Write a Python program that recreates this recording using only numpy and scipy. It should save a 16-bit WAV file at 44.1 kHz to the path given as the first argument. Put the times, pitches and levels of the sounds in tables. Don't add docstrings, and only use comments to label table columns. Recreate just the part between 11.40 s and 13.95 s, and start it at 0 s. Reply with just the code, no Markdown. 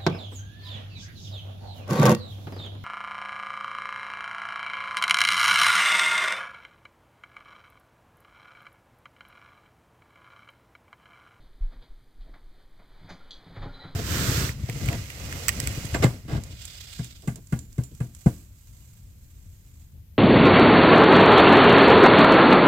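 import sys
import numpy as np
from scipy import signal
from scipy.fft import rfft, irfft
from scipy.io import wavfile
from scipy.ndimage import uniform_filter1d

SR = 44100
rng = np.random.default_rng(int(sys.argv[2]) if len(sys.argv) > 2 else 0)


def bounce(signal):
    frames = np.transpose(np.atleast_2d(signal))
    limited = np.clip(frames, -1, 1)
    pcm = np.round(limited * 32767).astype(np.int16)
    wavfile.write(sys.argv[1], SR, pcm)


N = 112454
T = np.arange(N) / SR

# (pitch [Hz], level [dB], ring time [s])
SLAT_MODES = [(568.5, -0.5, 0.15), (817, 1.5, 0.082), (967, -8, .12)]


def floorboards():
    # (time [s], level [dB])
    steps = [(0.206, -19), (0.355, -38), (0.488, -40), (0.788, -36), (0.882, -39), (1.023, -46),
             (2.192, -31.5), (2.254, -36)]
    # (frequency [Hz], level [dB])
    rumble_tone = [(10, 4.5), (26, 0), (55, -14.5), (200, -70.5)]
    start_hz, sag_share, sag_s, peak_s = 37.25, 0.41, 0.039, 0.028
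    t, out = T[:SR // 2], np.zeros(N)
    hz = start_hz * (1 - sag_share * (1 - np.exp(-t / sag_s)))
    sway = (t / peak_s * np.exp(1 - t / peak_s)) ** 1.49 * sine(hz)
    for s, db in steps:
        add(out, s, amp(db) * sway)
    return out + amp(-49.5) * colour(rng.standard_normal(N), rumble_tone)


def mattress():
    # (time [s], level [dB], pitch [Hz])
    thuds = [(.322, -51, 240.4), (1.615, -47, 161.5), (1.645, -43, 148), (1.708, -38.5, 178),
             (2.064, -43, 160), (2.116, -43, 153), (2.173, -35.5, 111), (2.211, -37, 115),
             (2.233, -33, 133), (2.263, -33.5, 131.5), (2.452, -34.5, 149.5)]
    # (pitch [Hz], level [dB], ring time [s])
    frame_notes = [(106.7, 5, 0.33), (261.6, -4.5, 0.43), (346, -6, 0.21), (452.5, -14, 0.24)]
    rise_s, ring_s = 0.0015, 0.11
    out, frame = np.zeros(N), amp(-7.5) * ring(frame_notes)
    soft_start = 1 - np.exp(-(T[:len(frame)] / rise_s) ** 2)
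    for s, db, hz in thuds:
        add(out, s, amp(db) * soft_start * (ring([(hz, 0, ring_s)]) + frame))
    return out


def cloth():
    # (peak time [s], rise [s], fall [s], muffled push [dB], brush [dB], fizz [dB])
    swishes = [(0.042, 0.052, 0.016, -62.5, -94, -81), (0.244, 0.039, 0.063, -70, -65.5, -70),
               (0.332, 0.02, 0.033, -58, -59.5, -64), (.427, 0.01, 0.034, -58.5, -61.5, -59),
               (.812, 0.0036, 0.038, -65, -68, -63), (.89, 0.04, 0.033, -56, -67.5, -73),
               (0.943, 0.0058, .026, -62, -52, -62.5), (1.21, 0.072, 0.045, -66, -69, -70),
               (1.404, 0.013, 0.035, -58, -58.5, -69.5), (1.706, 0.01, 0.031, -54.5, -56, -51),
               (2.074, 0.012, 0.059, -53, -59, -73), (2.174, 0.019, 0.028, -47.5, -47, -55),
               (2.232, 0.014, 0.028, -49, -43, -50.5), (2.263, 0.013, 0.022, -40.5, -50, -81),
               (2.448, 0.012, 0.04, -47.5, -49, -57)]
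    # (time [s], level [dB])
    rubbing = [(0, -67.5), (.18, -72.5), (.4, -69), (.7, -74.5), (1, -70), (1.3, -71.5), (1.5, -66),
               (1.65, -60.5), (1.85, -61.5), (2.03, -60.5), (2.2, -59), (2.36, -56), (2.55, -58.5)]
    # (frequency [Hz], level [dB])
    push_tone = [(40, 13.5), (130, 10.5), (330, 5.5), (550, 5), (850, -1.5), (1500, -47), (4000, -56)]
    brush_tone = [(100, 4.5), (400, -3), (800, 3.5), (1400, 1), (2200, -1), (3000, -14), (5000, -38),
                  (9000, -59)]
    fizz_tone = [(1000, -45), (2300, -17), (3300, -3.5), (4200, -4.5), (4900, -8), (5600, -26.5),
                 (6800, -24.5), (8000, -51), (15000, -34)]
    # (frequency [Hz], level [dB])
    slide_tone = [(3500, -12), (4800, 5), (6500, -5), (7300, -16), (8200, -29), (10000, -19), (15000, -35)]
    scrape_tone = [(450, -4.5), (780, 3), (950, -5), (1450, -1.5), (2280, -4), (5000, -44)]
    rub = amp(np.interp(T, *np.transpose(rubbing)))
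    powers = np.outer(amp([-0.5, 0, -2.5]), rub) ** 2
    for peak_s, rise_s, fall_s, *levels_db in swishes:
        powers += np.outer(amp(levels_db), swell(peak_s, rise_s, fall_s)) ** 2
    slide = amp(-51.5) * swell(peak_s=1.703, rise_s=0.012, fall_s=0.039) * colour(fibres(), slide_tone)
    scrape = amp(-46) * swell(peak_s=1.702, rise_s=0.018, fall_s=0.036) * colour(fibres(), scrape_tone)
    out = slide + scrape
    for power, tone in zip(powers, (push_tone, brush_tone, fizz_tone)):
        out += np.sqrt(power) * colour(fibres(), tone)
    return out


def fibres():
    catches_per_s, spread_db, smooth_share = 4000, 2.5, 0.72
    sizes = rng.standard_normal(N) * amp(spread_db * np.minimum(rng.exponential(1, N), 4))
    catches = sizes * (rng.random(N) < catches_per_s / SR)
    return np.sqrt(1 - smooth_share) * unit(catches) + np.sqrt(smooth_share) * rng.standard_normal(N)


def slats():
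    # (time [s], level [dB])
    knocks = [(2.176, -44), (2.229, -52), (2.247, -41), (2.259, -39)]
    rise_s = 0.0025
    out, wood = np.zeros(N), ring(SLAT_MODES)
    soft_start = 1 - np.exp(-T[:len(wood)] / rise_s)
    for s, db in knocks:
        add(out, s, amp(db) * soft_start * wood)
    return out


def frame_snap():
    # (time [s], level [dB])
    cracks = [(1.9083, -29.5), (1.911, -32), (1.917, -30), (1.9305, -37), (1.9405, -36), (1.959, -42)]
    # (pitch [Hz], level [dB], ring time [s])
    crack_notes = [(3410, -2, .03), (3490, -3, .03), (3880, -3, .022), (4390, -4, .025), (4750, -9, .025),
                   (5830, -13, .05), (5960, -20, .05), (7030, -25, .09)]
    # (frequency [Hz], level [dB])
    burst_tone = [(3300, -2), (4500, 0.5), (5400, -22), (9500, -18)]
    burst_fall_s, band_hz = 0.0034, [3100, 6600]
    ticks, bursts, tick = np.zeros(N), np.zeros(N), ring(crack_notes)
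    for s, db in cracks:
        add(ticks, s, amp(db) * tick)
        add(bursts, s, amp(db) * np.exp(-T / burst_fall_s))
    noise = amp(-9) * bursts * colour(rng.standard_normal(N), burst_tone)
    return signal.sosfilt(signal.butter(3, band_hz, "bandpass", fs=SR, output="sos"), ticks + noise)


def spring_squeaks():
    # (start [s], length [s], level [dB])
    squeaks = [(2.33, .038, -56), (2.391, .052, -52), (2.44, .08, -63)]
    main_hz, lower_hz = 3997, 3845
    main_waver, lower_waver, roughness = (
        unit(signal.fftconvolve(noise, np.hanning(170), "same")) for noise in rng.standard_normal((3, N)))
    main = sine(main_hz * (1 + .005 * main_waver))
    lower = amp(-6) * sine(lower_hz * (1 + .025 * lower_waver))
    note = unit((main + lower) * (1 + .65 * roughness))
    return note * sum(amp(db) * stroke(s, length) for s, length, db in squeaks)


def frame_creaks():
    # (start [s], length [s], level [dB], pitch [Hz])
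    creaks = [(1.799, 0.021, -59, 1395), (2.273, 0.025, -57.5, 1410), (2.355, 0.039, -57.5, 1397),
              (2.382, 0.053, -60, 770), (2.396, .06, -59.5, 1926), (2.433, 0.031, -54.5, 1394)]
    slips_per_s, unevenness, ring_s = 330, .6, .045
    pace = 1 + unevenness * unit(uniform_filter1d(rng.standard_normal(N), size=80))
    slips_so_far = np.floor(np.cumsum(slips_per_s * abs(pace)) / SR)
    slips = np.diff(slips_so_far, prepend=0)
    out, wood = np.zeros(N), amp(-9) * ring(SLAT_MODES)
    for s, length, db, hz in creaks:
        creak = signal.fftconvolve(slips * stroke(s, length), ring([(hz, 0, ring_s)]) + wood)[:N]
        out += amp(db) * unit(creak) * np.sqrt(length / T[-1])
    return out


def room(x):
    low_ring_s, high_ring_s, split_hz = .33, .27, 2000
    t = T[:SR // 2]
    echoes = rng.standard_normal(len(t)) * (t > .004)
    lows = signal.sosfilt(signal.butter(2, split_hz, fs=SR, output="sos"), echoes)
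    tail = lows * amp(-60 * t / low_ring_s) + (echoes - lows) * amp(-60 * t / high_ring_s)
    return signal.fftconvolve(x, tail / np.linalg.norm(tail))[:N]


def hiss_and_buzz():
    # (frequency [Hz], level [dB])
    hiss_tone = [(20, -9), (70, 0), (115, 13.5), (170, 1.5), (300, 5.5), (600, -8.5), (3200, -13),
                 (4500, -13), (5700, -12.5), (7800, -38), (9500, -22), (12000, -33), (15000, -37)]
    gap_s, first_s, width_s, tick_hz = 1 / 59.94, .0096, .00011, 8100
    from_tick_s = (T - first_s + gap_s / 2) % gap_s - gap_s / 2
    buzz = np.exp(-(from_tick_s / width_s) ** 2) * np.cos(2 * np.pi * tick_hz * from_tick_s)
    side_hiss = amp(-78.5) * np.diff(rng.standard_normal((2, N + 1)))
    return amp(-66) * colour(rng.standard_normal(N), hiss_tone) + amp(-63.5) * buzz + side_hiss


def amp(db):
    return 10 ** (np.asarray(db) / 20)


def unit(x):
    return x / np.sqrt(np.mean(x ** 2) + 1e-20)


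def add(mix, s, sound):
    part = mix[max(round(s * SR), 0):][:len(sound)]
    part += sound[:len(part)]


def sine(hz):
    return np.sin(2 * np.pi * np.cumsum(hz) / SR)


def colour(x, tone):
    hz, db = np.transpose(tone)
    curve_db = np.interp(np.log(np.fft.rfftfreq(N, 1 / SR) + 1), np.log(hz), db)
    return unit(irfft(rfft(x) * amp(curve_db), N))


def ring(notes):
    t = T[:SR // 2]
    out = sum(amp(db - 60 * t / ring_s) * np.sin(2 * np.pi * hz * t) for hz, db, ring_s in notes)
    return out / abs(out).max()


def swell(peak_s, rise_s, fall_s):
    return np.exp(-(np.minimum(T - peak_s, 0) / rise_s) ** 2 - np.maximum(T - peak_s, 0) / fall_s)


def stroke(start, length):
    return np.sqrt(abs(np.sin(np.pi * np.clip((T - start) / length, 0, 1))))


def scene():
    left_delay_s, same_below_hz = .000021, 450
    thuds = mattress() + slats()
    joints = spring_squeaks() + frame_creaks()
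    snap = frame_snap()
    right = cloth() + joints + snap + room(amp(-2.5) * joints + amp(-5.5) * snap)
    hz = np.fft.rfftfreq(N, 1 / SR)
    delay_s = left_delay_s * (1 - np.exp(-(hz / same_below_hz) ** 4))
    left = irfft(rfft(right) * np.exp(-2j * np.pi * hz * delay_s), N)
    return np.array([left, right]) + floorboards() + thuds + amp(-5.5) * room(thuds) + hiss_and_buzz()


def record(dry):
    # (frequency [Hz], width [Hz])
    notches = [(2730, 520), (5490, 1470), (10950, 730)]
    fade_s, top_hz = .003, 15150
    out = dry * np.minimum(np.minimum(T, T[::-1]) / fade_s, 1)
    for hz, width in notches:
        out = signal.lfilter(*signal.iirnotch(hz, hz / width, SR), out)
    low_pass = signal.firwin(511, top_hz, window=("kaiser", 9), fs=SR)
    return signal.oaconvolve(out, low_pass[None], "same")


dry = scene()
out = record(dry)
bounce(out)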